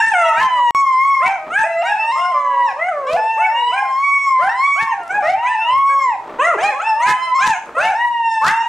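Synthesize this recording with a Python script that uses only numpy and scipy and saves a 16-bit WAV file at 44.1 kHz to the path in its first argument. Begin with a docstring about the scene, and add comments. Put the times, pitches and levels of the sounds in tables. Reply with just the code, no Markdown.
"""Two huskies sing together, close by, in a furnished living room that trails every glide.
From the start, one holds long, clean, flute-like howls; the other answers with lower swooping yowls,
harsh at their loudest. Each voice is a stack of vocal-fold partials shaped by throat and mouth.
At 0.7 s the sound cuts out for an instant. From 1.5 s hoarse gasps fall between calls;
soft bumps join after 3 s, light clicks after 5 s. Both dogs sing on to the end."""
import sys
import numpy as np
from scipy import signal
from scipy.fft import rfft, irfft, next_fast_len
from scipy.io import wavfile
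from scipy.ndimage import uniform_filter1d

SR = 44100
rng = np.random.default_rng(int(sys.argv[2]) if len(sys.argv) > 2 else 0)


def pcm_store(signal):
    """Save signal as 16-bit PCM."""
    levels = np.round(np.clip(np.atleast_2d(signal), -1, 1) * 32767)
    wavfile.write(sys.argv[1], SR, levels.astype(np.int16).T)


N = 382788

# Howl curves; the first howl jumps in pitch at the dropout, other steps are register breaks.
# Each row: time in seconds, pitch in Hz, relative level in dB, brightness in dB, mouth resonance in Hz.
HOWL_CURVES = [
    [(0, 919.4, -12, 9, 1550), (0.098, 897.3, -46, 24, 1800), (0.135, 869, -27, -4, 1740),
     (0.186, 866, -24.5, -1, 2480), (0.259, 938, -15, 4, 2760), (0.331, 898, -16.5, -8.5, 2370),
     (0.403, 954, -16, 9, 2560), (0.418, 1054, -16.5, -13, 3100), (0.555, 988, -18, 1, 2870),
     (0.715, 950, -9, -5, 2720)],
    [(0.71, 1100, -16.5, 10.5, 3050), (0.807, 1108, -10, 3, 2790), (0.956, 1029, -16, -1.5, 2170),
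     (1.085, 1115, -13, 1, 2454), (1.262, 1025, -21, -4.5, 2120), (1.332, 731, -27, 6, 2050)],
    [(1.637, 615, -19.5, 6.5, 1930), (1.662, 675, -20.5, -5.5, 2030), (1.766, 665, -21.5, -4.5, 1800),
     (1.823, 687.4, -9, -10, 2720), (1.834, 925, -24.5, 1, 2820), (1.873, 953, -22.5, 14, 2550),
     (1.958, 852.6, -27, 2, 2815), (2.113, 933.4, -14.5, 4.5, 2360), (2.125, 1057, -20.5, 8.5, 2720),
     (2.29, 1058, -20.5, -3, 2445), (2.536, 982.5, -19.5, -13, 2644), (2.659, 968.5, -18.5, -1, 1680),
     (2.731, 713, -27.5, 6.5, 1742)],
    [(3.066, 537, -30.5, 12.5, 3140), (3.161, 703, -4, -21.5, 3280), (3.172, 858.7, -20, -0.5, 1760),
     (3.319, 901, -18.5, -2, 2595), (3.485, 868, -17.5, -10.5, 2380), (3.577, 947, -16.5, -3.5, 2750),
     (3.748, 1002, -23, 8.5, 3040), (3.769, 1056, -27.5, -0.5, 2130), (3.952, 1055, -19, 1.5, 2980),
     (4.043, 1126, -17, 3, 2262), (4.257, 1106, -18.5, 6.5, 2330), (4.354, 1040, -12.5, -11, 2793),
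     (4.489, 1013, -23, -8, 3000)],
    [(4.49, 877, -23, 8, 1680), (4.545, 980, -23, -0.5, 2195), (4.657, 1127, -14.5, 8, 2366),
     (4.854, 1114, -24, 7, 2335), (4.917, 1015, -22, -9, 3100), (4.932, 818, -21.0, -14, 3050),
     (5.021, 773, -31, -24, 2920)],
    [(5.222, 578.5, -26, -0.5, 1990), (5.265, 637, -14.5, -4.5, 1980), (5.309, 754, -7.5, -2, 2570),
     (5.319, 763, -32, -1.5, 3080), (5.352, 767, -2, -19, 3000), (5.363, 870, -23.0, -17.5, 3200),
     (5.461, 993, -18, -6, 1860), (5.54, 983, -19.5, 4.5, 3050), (5.557, 859, -20, -10, 2394),
     (5.635, 899.4, -19.5, -2, 2770), (5.765, 1085, -10.5, -7, 3120), (5.92, 1116, -14, 2, 2660),
     (6.036, 1067, -19.5, 10.5, 2350), (6.09, 986, -16, -15, 2350), (6.164, 745, -22, -18.5, 2626)],
    [(6.582, 564, -25, -6, 3140), (6.645, 799.6, -9, 0.5, 3090), (6.712, 849.4, -23, 3, 3100),
     (6.804, 809, -28, -1, 2860), (6.875, 900, -16.0, 0, 2590), (6.946, 861.7, -17.5, -5.5, 2280),
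     (7.05, 993.7, -15.5, -16, 2670), (7.254, 1028, -22, 10, 3090), (7.34, 1002, -12, -7, 2730),
     (7.352, 1074, -16.0, 8.5, 2530), (7.457, 1032, -20, 0.5, 2450), (7.542, 817.5, -20, 2, 1650)],
    [(7.765, 501.4, -22, -14, 2610), (7.84, 702, -18, 6, 2590), (7.928, 807, -19.5, -11.5, 1880),
     (7.979, 923, -19.5, 0, 2080), (8.045, 967, -18, -1.5, 1940), (8.221, 924.8, -17, -10.5, 2990),
     (8.316, 903.8, -17, 5.5, 2230), (8.466, 870, -22, 1, 2200), (8.693, 958, -22, 4.5, 2680)],
]
# Yowls. Each row: start, rise, hold and tail in seconds, start, top and end pitch in Hz,
# relative onset, main and tail level in dB, brightness in dB, open mouth resonance in Hz,
# share of the climb done at half time, lip rounding from 0 to 1.
YOWL_SWOOPS = [(0,.039,.07,.175,719,910,640.3,-21,-22.5,-12,6.5,1800,.8,0.07),(0.322,0.084,.06,.22,623.4,885,468,-36,-25.5,-37,-0.5,1677,.45,0),
               (1.199,.075,.075,.11,480.3,785,622,-31,-19,-33,-9.5,2250,0.73,.3),(1.498,0.089,.054,.16,608,890,620,-32,-19.5,-34.5,1.5,1608,.5,.5),
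               (1.81,0.085,.055,.12,584.4,846,574,-39,-20,-35,-8,2700,0.51,.9),(2.151,0.079,.076,.46,559.5,728,532.6,-35,-26,-31.5,-2,1727,0.76,.8),
               (2.759,.12,.015,.268,547,755.6,483,-29,-18,-24,-15,2080,.6,.85),(3.362,.07,.046,.189,436,755.5,449,-28.5,-23,-38.5,-5.5,2405,.75,.2),
               (3.697,0.072,.061,.13,482.6,817,633,-44,-19.5,-40,-7.5,2820,.75,1),(4.384,.086,.016,0.017,500,802.6,638,-28,-15.5,-40.5,-10.5,2080,0.67,.95),
               (4.75,0.064,.12,.145,585,918.4,660,-35,-25,-33,-5,1767,0.54,0.11),(5.084,0.063,.045,.08,690,839.4,760,-31.5,-22.5,-24.5,-4.5,1683,.5,1),
               (5.421,.075,.071,.18,591,906,556,-34,-28,-37.5,2.5,2080,.5,.7),(5.879,.05,.11,.02,491.4,561,400,-37,-35.5,-50,-8.5,2250,.75,0),
               (6.385,.086,.026,.031,455,702,337.5,-23,-16,-26.5,-2.5,2115,.6,.6),(6.567,0.082,.047,.066,371.5,628,591,-28,-32,-32,3.5,1940,.35,0),
               (6.778,0.061,.016,.16,578,889,521,-42,-24.5,-40,0,1304,.32,.05),(6.989,0.087,.062,.216,531,858,638,-34.5,-24.5,-42,5,1794,.55,.3),
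               (7.376,0.075,.066,.029,565,882,740,-43,-25,-28,8,1590,0.64,0.92),(7.744,0.09,.06,.016,603,895,676,-30,-21.5,-24.5,0,1440,.33,.5),
               (8.408,.11,.109,.015,480,917.4,650,-38,-22.5,-46,-1,1440,0.51,0.1)]
# Throat and muzzle colour. Each row: frequency in Hz, relative gain in dB.
HOWL_TRACT = [(450, 38.5), (700, 33.5), (1100, 37.5), (1400, 8.5), (1750, 21.5), (2000, 21.5), (2250, 21),
              (2600, 22.5), (3300, -2), (3900, 3.5), (4650, -13), (5300, 6.5), (6000, -14.5), (6400, -6.5),
              (7300, -7.5), (8100, -6.5), (9300, -20), (11000, -33), (13000, -59.5)]
YOWL_TRACT = [(400, 36), (550, 29), (800, 30.5), (1100, 33.5), (1400, 22.5), (1750, 23), (2000, 22.5),
              (2600, 21.5), (3400, 5.0), (3750, -0.5), (4700, -16), (5350, -3), (5700, -8.5), (6200, 5),
              (7500, -4.0), (8600, -1), (10000, -13.5), (13000, -36), (15500, -50)]
# Noise bursts. 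Each row: centre in seconds, relative level in dB, half length in seconds.
RASP_BURSTS = [(.07, -43.5, 0.067), (.425, -31, 0.034), (1.27, -32.5, 0.019), (1.597, -37, 0.026),
               (3.14, -36.5, 0.039), (4.45, -42.5, 0.074), (4.828, -35, 0.022), (5.29, -41, 0.054),
               (6.44, -66, 0.019), (6.66, -38.5, .045), (7.097, -24, 0.03), (7.472, -30, 0.043),
               (7.848, -34.5, 0.049), (8.477, -23, 0.035)]
GASP_BURSTS = [(1.49, -34, 0.039), (3.0, -42, 0.044), (5.01, -40.5, 0.022), (5.15, -33.5, 0.044),
               (6.31, -34.5, 0.093), (7.68, -37, .05)]
CLICK_BURSTS = [(5.035, -49.5, 0.0034), (5.08, -42, 0.0021), (5.782, -43.5, .002), (6.28, -58, .002),
                (7.66, -52, 0.0021)]
BUMP_BURSTS = [(3.16, -56, 0.025), (5.37, -45, 0.022), (5.77, -42, 0.043), (7.125, -45, 0.014)]
# Noise colours. Each row: frequency in Hz, relative density in dB.
RASP_SPECTRUM = [(40, -10.5), (170, 4), (330, -1.5), (1200, -9), (4000, -4), (8500, -14.5), (15500, -32.5)]
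GASP_SPECTRUM = [(100, -17.5), (250, -4.5), (520, 1), (900, 0.5), (1300, -3), (2600, -19), (5000, -36.5),
                 (9000, -50.5), (13000, -50)]
CLICK_SPECTRUM = [(300, -15.5), (2000, -9), (5500, 1.5), (9000, 5.5), (14000, -16.5)]
BUMP_SPECTRUM = [(30, -16), (110, 4.5), (200, -8), (700, -8), (4000, -45)]
HUSH_SPECTRUM = [(25, -20), (130, -8.5), (350, -10), (1000, -9.5), (3500, -18.5), (8500, -27.5),
                 (11000, -40.5)]
# Room decay. Each row: frequency in Hz, time to fall 60 dB in seconds.
ROOM_T60 = [(300, 0.54), (900, 0.43), (2500, 0.42), (9000, 0.39)]

DROPOUT_START_S, DROPOUT_END_S = 0.708, 0.748
BAND_EDGE_HZ = 15800


def howling_dog():
    """Even vocal-fold cycles give long, clean tones."""
    return voice(HOWL_CURVES, HOWL_TRACT, coarse=np.zeros(N), jitter=0.003, shimmer=0.099, drift_hz=55,
                 flutter_db=6.5, flutter_hz=32, attack_s=0.0037, thin_db=-3, push_db=-0.5)


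def yowling_dog():
    """Lower swoops; the sound turns coarse and distorted at each rasp."""
    curves = [swoop(*row) for row in YOWL_SWOOPS]
    return voice(curves, YOWL_TRACT, coarse=22 * swells(RASP_BURSTS), jitter=0.0029, shimmer=0.22,
                 drift_hz=83.5, flutter_db=8, flutter_hz=44.46, attack_s=0.012, thin_db=-4, push_db=3.5)


def swoop(start_s, rise_s, hold_s, tail_s, start_hz, top_hz, end_hz, onset_db, level_db, tail_db,
          bright_db, mouth_hz, half_risen, rounding, break_s=0.042):
    """One yowl curve: climbs as the mouth opens, holds as the lips round, breaks, sags as it closes."""
    moan_s = start_s + rise_s + hold_s + break_s
    moan_hz = 0.8 * top_hz  # about a major third down
    rounded_hz = mouth_hz + rounding * (top_hz - mouth_hz)
    dull = (bright_db - 8, 0.69 * mouth_hz)
    return [(start_s, start_hz, onset_db, bright_db - 9, 0.67 * mouth_hz),
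            (start_s + rise_s / 2, start_hz + half_risen * (top_hz - start_hz),
             level_db, bright_db, mouth_hz),
            (start_s + rise_s, 0.98 * top_hz, level_db, bright_db, mouth_hz),
            (start_s + rise_s + hold_s, top_hz, level_db, bright_db - 7.5, rounded_hz),
            (moan_s, moan_hz, tail_db, *dull),
            (moan_s + tail_s / 2, moan_hz + 0.7 * (end_hz - moan_hz), tail_db, *dull),
            (moan_s + tail_s, end_hz, tail_db - 9.5, *dull)]


def voice(curves, tract, coarse, jitter, shimmer, drift_hz, flutter_db, flutter_hz, attack_s,
          thin_db, push_db, mouth_db=12.5, mouth_width_hz=148, full_climb_per_s=4.3, release_s=0.0021):
    """Vocal-fold partials on one unsteady pitch slide through the throat and mouth resonances."""
    out = np.zeros(N)
    peak_db = max(db for _, db in tract)
    for rows in curves:
        times_s, *columns = np.transpose(rows)
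        t = np.arange(times_s[0], times_s[-1], 1 / SR)
        pitch_hz, level_db, bright_db, mouth_hz = (
            uniform_filter1d(np.interp(t, times_s, column), 300, mode="nearest") for column in columns)
        phase = 2 * np.pi * np.cumsum(pitch_hz * (1 + jitter * wander(len(t), drift_hz))) / SR
        knots_s = np.arange(times_s[0], times_s[-1] + 1, 1 / flutter_hz)
        # A climbing voice is pressed: the fundamental thins against the second partial.
        climb_per_s = uniform_filter1d(np.gradient(np.log(pitch_hz)), 900) * SR
        pressed = np.clip(climb_per_s / full_climb_per_s, 0, 1)
        partials = []
        for k in range(1, 22):
            hz = k * pitch_hz
            db = level_db + at_hz(tract, hz) - peak_db
            db += bright_db * min((k - 1) / 3.5, 1)
            db += mouth_db / (1 + ((hz - mouth_hz) / mouth_width_hz) ** 2)
            db += pressed * (thin_db * (k == 1) + push_db * (k == 2))
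            db += flutter_db * (1 - 1 / k) * np.interp(t, knots_s, rng.standard_normal(len(knots_s)))
            wave = np.sin(k * phase + 2 * np.pi * rng.random())
            partials.append(gain(db) * (hz < BAND_EDGE_HZ) * wave)
        # Alternating strong and weak cycles put coarse lines halfway between the upper partials.
        alternation = np.cos(phase / 2) + 0.5 * wander(len(t), 200)
        uneven = np.interp(t * SR, np.arange(N), coarse) * alternation
        tone = partials[0] + (1 + uneven) * sum(partials[1:])
        fade = np.clip(np.minimum((t - t[0]) / attack_s, (t[-1] - t) / release_s), 0, 1)
        add(out, times_s[0], np.sqrt(2) * tone * fade * (1 + shimmer * wander(len(t), drift_hz)))
    return out


def rasp(yowl, depth=0.15, grain_db=4):
    """Gritty bursts on the loudest swoops, chopped by the cycles of the voice."""
    cycle = np.cos(np.angle(signal.hilbert(yowl, next_fast_len(N))[:N]))
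    chopped = noise(RASP_SPECTRUM) * (1 + depth * cycle)
    return swells(RASP_BURSTS) * unit_rms(chopped * gain(grain_db * wander(N, 200)))


def gasps(grain_db=4):
    """Air rattles through a dog's throat between calls."""
    return swells(GASP_BURSTS) * unit_rms(noise(GASP_SPECTRUM) * gain(grain_db * wander(N, 120)))


def clicks():
    """Light clicks, perhaps of claws or teeth."""
    return swells(CLICK_BURSTS) * noise(CLICK_SPECTRUM)


def bumps():
    """Soft, low bumps."""
    return swells(BUMP_BURSTS) * noise(BUMP_SPECTRUM)


def room(x, first_s=0.006):
    """Dense reflections of random sign, each band dying at its own rate."""
    taps = rng.standard_normal(SR) * (rng.random(SR) < 0.1) * (np.arange(SR) > first_s * SR)
    hz, t, bands = signal.stft(taps, SR, nperseg=256)
    decay = gain(-60 * t / at_hz(ROOM_T60, hz)[:, None])
    _, tail = signal.istft(bands * decay, SR, nperseg=256)
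    tail /= np.linalg.norm(tail)
    # The sound skips ahead at the dropout; no tail carries across.
    early = np.arange(N) < DROPOUT_END_S * SR
    return sum(part * signal.fftconvolve(x * part, tail)[:N] for part in (early, ~early))


def hush(level_db=-51):
    """Still-room noise, mostly shared by both channels."""
    shared, left, right = (noise(HUSH_SPECTRUM) for _ in range(3))
    return gain(level_db) * (shared + 0.43 * np.array([left, right]))


def ports(mid, lateral, corner_hz=4500):
    """Two close microphone ports: sound from the sides differs between them, more so in the treble."""
    hz = np.fft.rfftfreq(N, 1 / SR)
    side = irfft(rfft(lateral) * (hz + 250) / np.hypot(hz, corner_hz), N)
    return np.array([mid + side, mid - side])


def swells(bursts):
    """One Gaussian rise and fall per row."""
    t = np.arange(N) / SR
    return sum(gain(db) * np.exp(-((t - centre_s) / half_s) ** 2) for centre_s, db, half_s in bursts)


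def noise(spectrum):
    """Steady coloured noise, rms 1."""
    colour = gain(at_hz(spectrum, np.fft.rfftfreq(N, 1 / SR)))
    return unit_rms(irfft(rfft(rng.standard_normal(N)) * colour, N))


def wander(size, corner_hz):
    """Low-passed random drift, rms 1."""
    padded = next_fast_len(size)
    hz = np.fft.rfftfreq(padded, 1 / SR)
    spectrum = rfft(rng.standard_normal(padded)) / (1 + (hz / corner_hz) ** 4)
    return unit_rms(irfft(spectrum, padded)[:size])


def at_hz(table, hz):
    """Table lookup on a log-frequency axis."""
    table_hz, values = np.transpose(table)
    return np.interp(np.log(hz + 1), np.log(table_hz), values)


def add(mix, start_s, sound):
    """Mixes a sound in, in place."""
    part = mix[max(round(start_s * SR), 0):][:len(sound)]
    part += sound[:len(part)]


def gain(db):
    """Decibels to amplitude."""
    return 10 ** (np.asarray(db) / 20)


def unit_rms(x):
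    """Scales to rms 1."""
    return x / np.sqrt(np.mean(x ** 2) + 1e-20)


def scene():
    """Both dogs, their small noises, the room's reflections and its hush, in stereo."""
    howl = howling_dog()
    yowl = yowling_dog()
    grit = rasp(yowl)
    small_noises = gasps() + clicks()
    direct = gain(3.49) * howl + gain(5) * yowl + grit + small_noises
    to_walls = gain(-3) * howl + gain(-1.5) * (yowl + small_noises) + gain(-23.5) * grit
    mid = direct + room(to_walls) + bumps()
    lateral = room(gain(-2.5) * howl + gain(-1) * yowl) + gain(-6.5) * rasp(yowl)
    return ports(mid, lateral) + hush()


def record(dry, limit_db=-12, recovery_db_per_s=220, dropout_db=-49.5):
    """Limiter on the loudest tones, one dropout, then the band limit."""
    t = np.arange(N) / SR
    power_db = 10 * np.log10(abs(uniform_filter1d((dry ** 2).mean(0), 400)) + 1e-12)
    recovery_db = recovery_db_per_s * t
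    held_db = np.maximum.accumulate(power_db + recovery_db) - recovery_db
    over_db = np.maximum(held_db - limit_db, 0)
    limited = dry / gain(uniform_filter1d(over_db, 200))
    dropout = np.where((t > DROPOUT_START_S) & (t < DROPOUT_END_S), gain(dropout_db), 1)
    lowpass = signal.firwin(511, BAND_EDGE_HZ, window=("kaiser", 9), fs=SR)
    return signal.oaconvolve(limited * dropout, lowpass[None], "same")


dry = scene()
out = record(dry)
pcm_store(out)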